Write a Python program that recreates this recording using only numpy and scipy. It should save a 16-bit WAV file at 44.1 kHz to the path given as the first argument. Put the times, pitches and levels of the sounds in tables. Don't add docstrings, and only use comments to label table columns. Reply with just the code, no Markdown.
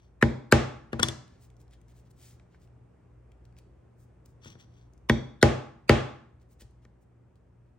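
import sys
import numpy as np
from scipy import signal
from scipy.io import wavfile
from scipy.ndimage import uniform_filter1d

SR = 44100
rng = np.random.default_rng(int(sys.argv[2]) if len(sys.argv) > 2 else 0)


def linear_from_db(decibels):
    return 10 ** (np.asarray(decibels, float) / 20)


def bounce(signal):
    frames = np.transpose(np.atleast_2d(signal))
    limited = np.clip(frames, -1, 1)
    pcm = np.round(limited * 32767).astype(np.int16)
    wavfile.write(sys.argv[1], SR, pcm)


N = 343098

# frequency in Hz, level in dB per Hz.
AIR_SPECTRUM = [(15, -50), (30, -23), (50, -10), (90, -10.5), (150, -17), (240, -22.5), (360, -20.5),
                (600, -28), (1200, -36.5), (2500, -47), (4000, -58), (9000, -57.5), (17000, -68)]
# frequency in Hz, level in dB.
HUM_TONES = [(120, -59), (117.52, -65), (71.5, -66), (86, -72), (176.3, -74), (178.1, -74), (240, -76)]
# time in seconds, gain in dB.
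SLOW_GAIN = [(0, 1.5), (1.001, 5), (1.5, 3.5), (4.997, 3.5), (6.298, 1.5), (7.78, 0.5)]
AIR_DB = -61.5
HUM_TOGETHER_S = 8
SHAFT_HZ, BEAT_S, LOUDEST_S = 58.12, 1.64, 3.43
SHAFT_DB, NEIGHBOUR_DB = -69.5, -65

# frequency in Hz, T60 in seconds.
ROOM_T60 = [(60, 0.21), (160, 0.64), (420, 0.44), (1100, 0.58), (2900, 0.48), (7700, 0.45), (14000, .2)]
# frequency in Hz, level in dB relative to the direct sound.
ROOM_LEVEL = [(60, -13.5), (150, -6.5), (400, -7), (1000, -1), (2500, -4.5), (6000, -3.5), (12000, -9.5)]
# frequency in Hz, left-right likeness from 0 to 1.
LIKENESS = [(60, 0.86), (180, 0.87), (550, 0.15), (1650, 0.6), (5000, 0.19)]
HANDS_ROOM_DB = -3

# middle in seconds, length in seconds, level in dB, brightness in dB.
RUBS = [(1.332, 0.22, -70.5, -5), (1.437, 0.096, -62.5, 5), (1.572, .03, -77, .1), (1.612, 0.052, -66.5, 4),
        (1.732, 0.071, -63, -3.5), (1.905, 0.074, -67, 0), (1.979, .11, -66, 2.5), (2.067, 0.067, -71, -1),
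        (2.11, 0.023, -66, 8), (2.262, 0.24, -56.5, 3), (2.54, 0.11, -73, -3.5), (2.63, 0.094, -68.5, 1.5),
        (3.586, 0.051, -64, -1.1), (4.017, 0.11, -78, 13.5), (4.26, 0.022, -66.5, 1.5),
        (4.295, .09, -78, 8), (6.42, 0.046, -71, -1), (6.52, 0.076, -71, 7), (6.614, 0.048, -52, 1.5),
        (6.641, .04, -73.5, -1.5), (6.837, .05, -71.5, -2.5), (7.025, 0.049, -84, 13),
        (7.366, 0.042, -80.5, -1), (7.672, 0.085, -86.5, -2)]
# frequency in Hz, level in dB per Hz.
SKIN_SPECTRUM = [(800, -16.5), (1800, 1), (2800, 0), (4800, -0.5), (8200, -1), (12000, -2), (15500, 2.5)]
# start in seconds, level in dB, centre in Hz, top end in dB.
TICKS = [(1.279, -52, 4220, -14), (1.502, -51.5, 2400, -5), (1.5668, -57, 6490, -7),
         (1.6016, -58, 4190, -7), (1.6147, -53, 6950, -2), (1.68, -58, 2960, -14), (1.7095, -52, 2990, -9),
         (1.7349, -45, 3030, -8), (1.8144, -52, 2460, -3), (1.8829, -52.5, 2924, -5.5),
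         (2.1132, -53, 4650, -2), (2.3976, -51, 2320, -35), (2.6739, -63, 2816, -16),
         (3.318, -54, 2500, -16), (3.453, -50, 2680, -12), (3.5253, -62, 2665, -11),
         (3.5663, -55, 2800, -22), (3.5862, -41.5, 2600, -7), (4.259, -42, 6200, 3),
         (4.935, -54.5, 6480, -10), (4.9777, -57, 6530, -10), (6.3989, -68, 4640, -13),
         (6.6186, -45, 3330, -3), (6.6375, -62.5, 5400, -4), (6.7094, -59, 9000, -5),
         (7.3565, -62, 4140, -12)]
TICK_PAN_DB, TICK_SCATTER_DB = 2, 2.5
# middle in seconds, length in seconds, level in dB.
DRAGS = [
    (0.035, 0.17, -76.5),
    (4.464, 0.11, -54.5),
    (4.517, 0.089, -63),
    (4.608, 0.063, -60),
    (4.641, 0.039, -69),
    (4.78, 0.23, -74),
]
# frequency in Hz, width in Hz, level in dB.
SCRAPE_MODES = [(3300, 300, 0.5), (4377, 500, -6), (5696, 320, 1.5)]
# frequency in Hz, level in dB per Hz.
MAT_SPECTRUM = [(400, -28), (1200, -2.5), (2200, -1), (3500, -4.5), (6000, -11.5), (9000, -25),
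                (16000, -13)]
STROKE_ENDS_DB, STROKE_FLAT = -29, 2.5
# start in seconds, level in dB, contact time in
# seconds.
THUDS = [
    (1.0, -26.5, 0.002),
    (1.041, -27.5, 0.0054),
    (1.088, -35, 0.001),
    (4.461, -37.5, 0.0043),
    (4.504, -42, .005),
    (4.555, -45.5, 0.0051),
    (4.645, -44.5, 0.0059),
    (6.625, -24, .015),
]

# frequency in Hz, level in dB, T60 in seconds, side it swings first (signed),
# gain in dB once the iron is through.
BENCH_MODES = [(54, -17.5, 0.21, -1, -0.9), (67, -15, 0.24, -2, -3.4), (94, -13, .12, 1, 0.4),
               (103.6, -5, 0.3, -0.25, 0.06), (128.6, -4, 0.18, -0.73, -3.1), (230.3, -6, 0.13, 0.95, -7),
               (283, -3.5, 0.039, 1, -4.5), (333, -13, 0.3, 0.82, -1), (421, -5, .03, -1, 3),
               (490.5, -5.5, 0.05, -0.81, 3.5), (573, -6.5, 0.054, -0.48, 5.5),
               (756, -15, 0.067, 0.17, 0.8), (810, -20, 0.082, -1.1, 4), (920, -19.5, .03, 0.99, -0.35)]
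# frequency in Hz, level in dB, T60 in seconds, gain in dB once the iron is through.
HEAD_MODES = [(1240, -11, 0.009, -4), (1510, -0.5, 0.025, 0.5), (1874, 0.1, 0.022, -5),
              (2270, -9, 0.031, -2.5)]
# frequency in Hz, level in dB, T60 in seconds.
HANDLE_MODES = [(3405, 0, .04), (3640, -2, .028), (4380, -6, .012), (5860, -7, .016), (8700, -12, .01)]
# frequency in Hz, level in dB per Hz.
SLAP_SPECTRUM = [(300, -29.5), (800, -5.5), (1600, 3.5), (2800, -10), (5000, -21), (9000, -32.5)]
# frequency in Hz, level in dB per Hz.
STEEL_SPECTRUM = [(1500, -19), (3000, 0), (6000, -3), (8500, -7.5), (11500, -4), (16000, -21.5)]
# frequency in Hz, level in dB per Hz.
WALLS_THROUGH = [(300, -37), (700, -5.5), (1100, 0.5), (1700, -1.5), (2800, -3), (5000, -14.5),
                 (9000, -23.5), (14000, -38)]
# frequency in Hz, level in dB per Hz.
WALLS_CUSHIONED = [(300, -29), (700, -5), (1100, -8.5), (2000, -3), (2350, -3), (2800, -17), (5000, -19.5),
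                   (9000, -29), (14000, -45)]
# start in seconds, bench thump in dB, head crack in dB,
# steel tick in dB, handle ring in dB.
TAPS = [
    (2.545, -67, -64, -91.5, -97),
    (6.619, -50, -72, -80, -71),
    (6.851, -52.5, -62, -67.5, -91),
]
# start in seconds, bench thump in dB, head crack in dB,
# tick in dB, handle ring in dB.
LAID = [
    (0.93, -22, -33.5, -55, -61),
    (0.994, -24.5, -29.5, -56, -56),
    (.998, -25, -33.5, -40, -50.5),
    (1.027, -32, -33, -42, -46),
    (1.03, -22.5, -21.5, -22, -22.5),
    (1.085, -29, -38.5, -35, -35),
    (4.457, -42, -54.5, -76, -60),
    (4.553, -47.5, -60.5, -89.5, -76),
]
# start in seconds, bench thump in dB, head crack in dB, steel tick in dB,
# handle ring in dB.
BLOWS = [
    (0.225, -9.5, -16.5, -30.5, -45),
    (0.5233, -4.5, -12, -16.5, -40),
    (5.0961, -11, -15.5, -30, -34.5),
    (5.4273, -3, -14, -18, -45.5),
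    (5.8938, -3.5, -12, -22, -41),
]
CUSHIONED_DB, THROUGH_DB = -10.5, -3.5
FIRMNESS = 0.37

# frequency in Hz, gain in dB.
MIC_RESPONSE = [(15, -32), (45, -5.5), (80, -1.43), (9300, -0.1), (9750, -7), (10150, -26), (10700, -5.5),
                (13000, -9.5), (13700, -25.5), (14500, -5), (16200, -5), (16800, -61.5)]


def read(points, hz):
    f, value = np.transpose(points)
    return np.interp(np.log(hz + 1), np.log(f + 1), value)


def evened(x):
    return x / np.sqrt(np.mean(x ** 2) + 1e-20)


def colour(x, points):
    log_gain = np.log(linear_from_db(read(points, abs(np.fft.fftfreq(8192, 1 / SR)))))
    taps = np.fft.ifft(np.exp(signal.hilbert(log_gain).conj())).real[:3000]
    taps = taps.reshape((1,) * (x.ndim - 1) + (-1,))
    return signal.oaconvolve(x, taps, axes=-1)[..., :x.shape[-1]]


def add(mix, s, sound, pan_db, lead=1):
    for channel, late, db in zip(mix, (0, lead), (pan_db / 2, -pan_db / 2)):
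        part = channel[round(s * SR) + late:][:len(sound)]
        part += linear_from_db(db) * sound[:len(part)]


def diffuse(a, b, hz):
    same = np.clip(read(LIKENESS, hz), 0, 1)[:, None]
    return np.array([a, same * a + np.sqrt(1 - same ** 2) * b])


def workshop():
    frames, hz = N // 512 + 5, np.fft.rfftfreq(2048, 1 / SR)
    a, b, c, d, patches = rng.standard_normal((frames, len(hz), 5)).T
    patches = uniform_filter1d(uniform_filter1d(patches, 16, 0), 8, 1)
    level_db = read(AIR_SPECTRUM, hz)[:, None] + 0.4 * evened(patches)
    z = diffuse(a + 1j * b, c + 1j * d, hz) * linear_from_db(level_db)
    air = linear_from_db(AIR_DB) * evened(signal.istft(z, nperseg=2048, noverlap=1536)[1][:, :N])
    t = np.arange(N) / SR
    hum = sum(linear_from_db(db) * np.cos(2 * np.pi * f * (t - HUM_TOGETHER_S)) for f, db in HUM_TONES)
    swell = linear_from_db(SHAFT_DB) + 2 * linear_from_db(NEIGHBOUR_DB) * np.cos(2 * np.pi * (t - LOUDEST_S) / BEAT_S)
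    shaft = swell * np.sin(2 * np.pi * SHAFT_HZ * t)
    return air + np.sqrt(2) * (linear_from_db(-3.5) * hum + shaft) * linear_from_db([[.5], [-.5]])


def room(x, first_s=0.0033, build_s=0.004):
    taps = np.zeros((2, SR))
    slots = np.arange(0, SR - 12, 12)
    at = slots + rng.integers(0, 12, (2, len(slots)))
    np.put_along_axis(taps, at, rng.choice([-1., 1.], at.shape), 1)
    hz, t, z = signal.stft(taps, SR, nperseg=512)
    t60 = read(ROOM_T60, hz)[:, None]
    decay = linear_from_db(read(ROOM_LEVEL, hz)[:, None] - 60 * t / t60) / np.sqrt(t60)
    z = diffuse(z[0], z[1], hz) * decay
    tail = signal.istft(z, SR, nperseg=512)[1][:, :SR]
    build = np.clip((np.arange(SR) / SR - first_s) / build_s, 0, 1)
    tail = tail * build * np.sqrt(12 * 6 * np.log(10) / SR)
    return signal.fftconvolve(x.mean(0)[None], tail, axes=1)[:, :N]


def friction(count, grain_db):
    unevenness = evened(uniform_filter1d(rng.standard_normal(count), 90))
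    return evened(rng.standard_normal(count) * linear_from_db(grain_db * unevenness))


def stroke(middle, length, db):
    away = np.minimum(abs(np.arange(N) / SR - middle) / (length / 2), 3)
    return linear_from_db(db + STROKE_ENDS_DB * away ** STROKE_FLAT)


def rubs():
    mix, hiss = np.zeros((2, N)), evened(colour(friction(N, 1.7), SKIN_SPECTRUM))
    low = uniform_filter1d(hiss, 5)
    dull = sum(stroke(s, length, db - tilt_db) for s, length, db, tilt_db in RUBS)
    bright = sum(stroke(s, length, db + tilt_db) for s, length, db, tilt_db in RUBS)
    add(mix, 0, low * dull + (hiss - low) * bright, .8)
    return mix


def ticks():
    mix, t = np.zeros((2, N)), np.arange(1200) / SR
    for s, db, hz, top_db in TICKS:
        snap = rng.standard_normal(len(t)) * linear_from_db(-60 * t / 0.014)
        snap = colour(snap, [(hz / 5, -24), (hz * .78, -5), (hz, 0), (hz * 1.1, -6), (16000, top_db)])
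        pan_db = TICK_PAN_DB + TICK_SCATTER_DB * rng.uniform(-1, 1)
        add(mix, s, linear_from_db(db) * snap / abs(snap).max(), pan_db)
    return mix


def drags():
    mix, slips = np.zeros((2, N)), friction(N, 3.5)
    sound = linear_from_db(-1.5) * evened(colour(slips, MAT_SPECTRUM))
    for hz, width, peak_db in SCRAPE_MODES:
        resonance = signal.lfilter(*signal.iirpeak(hz, hz / width, SR), slips)
        sound = sound + linear_from_db(peak_db - 7.5) * evened(resonance)
    add(mix, 0, sum(stroke(*row) for row in DRAGS) * sound, 4.5, lead=9)
    return mix


def ring(t, hz, db, t60, rise_s):
    t = np.maximum(t, 0)
    swell = 1 - np.exp(-(t / rise_s) ** 2)
    return linear_from_db(db - 60 * t / t60) * swell * np.sin(2 * np.pi * hz * t)


def thuds():
    mix, t = np.zeros((2, N)), np.arange(SR // 4) / SR
    for s, level_db, contact_s in THUDS:
        sound = sum(ring(t, hz, db, .27 * t60 + 3 * contact_s, contact_s) / (1 + (hz * contact_s) ** 3)
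                    for hz, db, t60, *_ in BENCH_MODES)
        add(mix, s, linear_from_db(level_db + 6) * sound, 1.3)
    return mix


def knock(row, chance, push_s, crack_rise_s, spike, handle_far_db, pitch, travel):
    s, thump_db, crack_db, tick_db, handle_db, through = row
    t, hard = np.arange(SR // 2) / SR, np.clip(through, 0, 1)
    crack_rise_s = crack_rise_s * (1.1 - 0.58 * hard)
    bench = sum(side * ring(t - push_s, hz, db + gained * (through - .5), t60,
                            travel * 0.00074 * (500 / hz) ** 1.4)
                for hz, db, t60, side, gained in BENCH_MODES)
    head = sum(ring(t, hz * pitch * (1 + .02 * c), db + gained * (hard - .5), t60, crack_rise_s)
               for (hz, db, t60, gained), c in zip(HEAD_MODES, chance))
    handle = sum(ring(t, hz, db, t60, 0.00013) for hz, db, t60 in HANDLE_MODES)
    handle_around = sum(ring(t, hz, db, 1.2 * t60, 0.0002) for hz, db, t60 in HANDLE_MODES)
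    a, b = rng.standard_normal((2, len(t)))
    contact = signal.unit_impulse(len(t), round(crack_rise_s * SR))
    steel_click = colour(contact, STEEL_SPECTRUM)
    slap = evened(colour(a, SLAP_SPECTRUM)) * linear_from_db(-60 * t / 0.025) * np.minimum(t / crack_rise_s, 1)
    tick_decay = linear_from_db(-60 * t / 0.01) + linear_from_db(-16 - 60 * t / 0.012)
    tick = evened(colour(b, STEEL_SPECTRUM)) * tick_decay * np.minimum(t / .0004, 1)
    tick = tick + spike * steel_click
    near = linear_from_db(crack_db) * (linear_from_db(8.0) * head + linear_from_db(6.0) * slap)
    near = near + linear_from_db(tick_db + 9.5) * tick + linear_from_db(handle_db + 10.0) * handle
    far = hard * colour(contact, WALLS_THROUGH) + (1 - hard) * linear_from_db(-4.5) * colour(contact, WALLS_CUSHIONED)
    far = linear_from_db(crack_db + 34) * far + linear_from_db(tick_db + 24.0 + .3 * spike) * steel_click
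    far = far + linear_from_db(handle_db + 4.5 + handle_far_db) * handle_around
    return linear_from_db(thump_db + 2.0) * bench + np.array([near, far])


def mallet():
    near, far = np.zeros((2, 2, N))
    blows = [(*row, (row[1] - CUSHIONED_DB) / (THROUGH_DB - CUSHIONED_DB)) for row in BLOWS]
    laid, taps = ([(*row, FIRMNESS) for row in rows] for rows in (LAID, TAPS))
    # rows, push delay s, crack rise s, spike, handle toward walls dB, pitch, travel, pan dB, lead samples
    kinds = [(blows, .0027, .0011, .3, 5, 1, 1, .9, 1),
             (laid, .0004, .0012, 18., -12, .75, 1.7, 4.5, 9),
             (taps, .0004, .0009, .3, -3, 1, 1.3, 1.5, 1)]
    for rows, push_s, rise_s, spike, handle_far_db, pitch, travel, pan_db, lead in kinds:
        for row, chance in zip(rows, rng.uniform(-1, 1, (len(rows), 4))):
            toward, around = knock(row, chance, push_s, rise_s, spike, handle_far_db, pitch, travel)
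            add(near, row[0], toward, pan_db, lead=lead)
            add(far, row[0], around, 0)
    return near, far


def scene():
    near, far = mallet()
    hands, low = ticks() + rubs() + drags(), thuds()
    walls = room(far + low + linear_from_db(HANDS_ROOM_DB) * hands)
    slow_gain = linear_from_db(np.interp(np.arange(N) / SR, *np.transpose(SLOW_GAIN)))
    return near + hands + low + walls + workshop() * slow_gain


def smear(x, smear_db, patchy_db):
    hz, t, z = signal.stft(x, SR, nperseg=1024)
    patches = np.repeat(rng.uniform(-1.7, 1.7, (2, 33, len(t))), 16, axis=1)[:, :513]
    bass_db = read([(300, -20), (900, 0)], hz)[:, None]
    z = abs(z) * linear_from_db(smear_db + bass_db + patchy_db * patches) * np.exp(2j * np.pi * rng.random(z.shape))
    return x + signal.istft(z, nperseg=1024)[1][:, :N]


def top_cut(x):
    return signal.sosfilt(signal.butter(12, 17100, fs=SR, output="sos"), x)


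def record(dry):
    left, right = colour(dry, MIC_RESPONSE)
    low = uniform_filter1d(right, size=3)
    x = np.array([left, right - low + np.roll(low, 1)])
    mix = smear(0.9 * np.tanh(x / 0.96), -19.5, 11.0)
    return top_cut(mix)


dry = scene()
out = record(dry)
bounce(out)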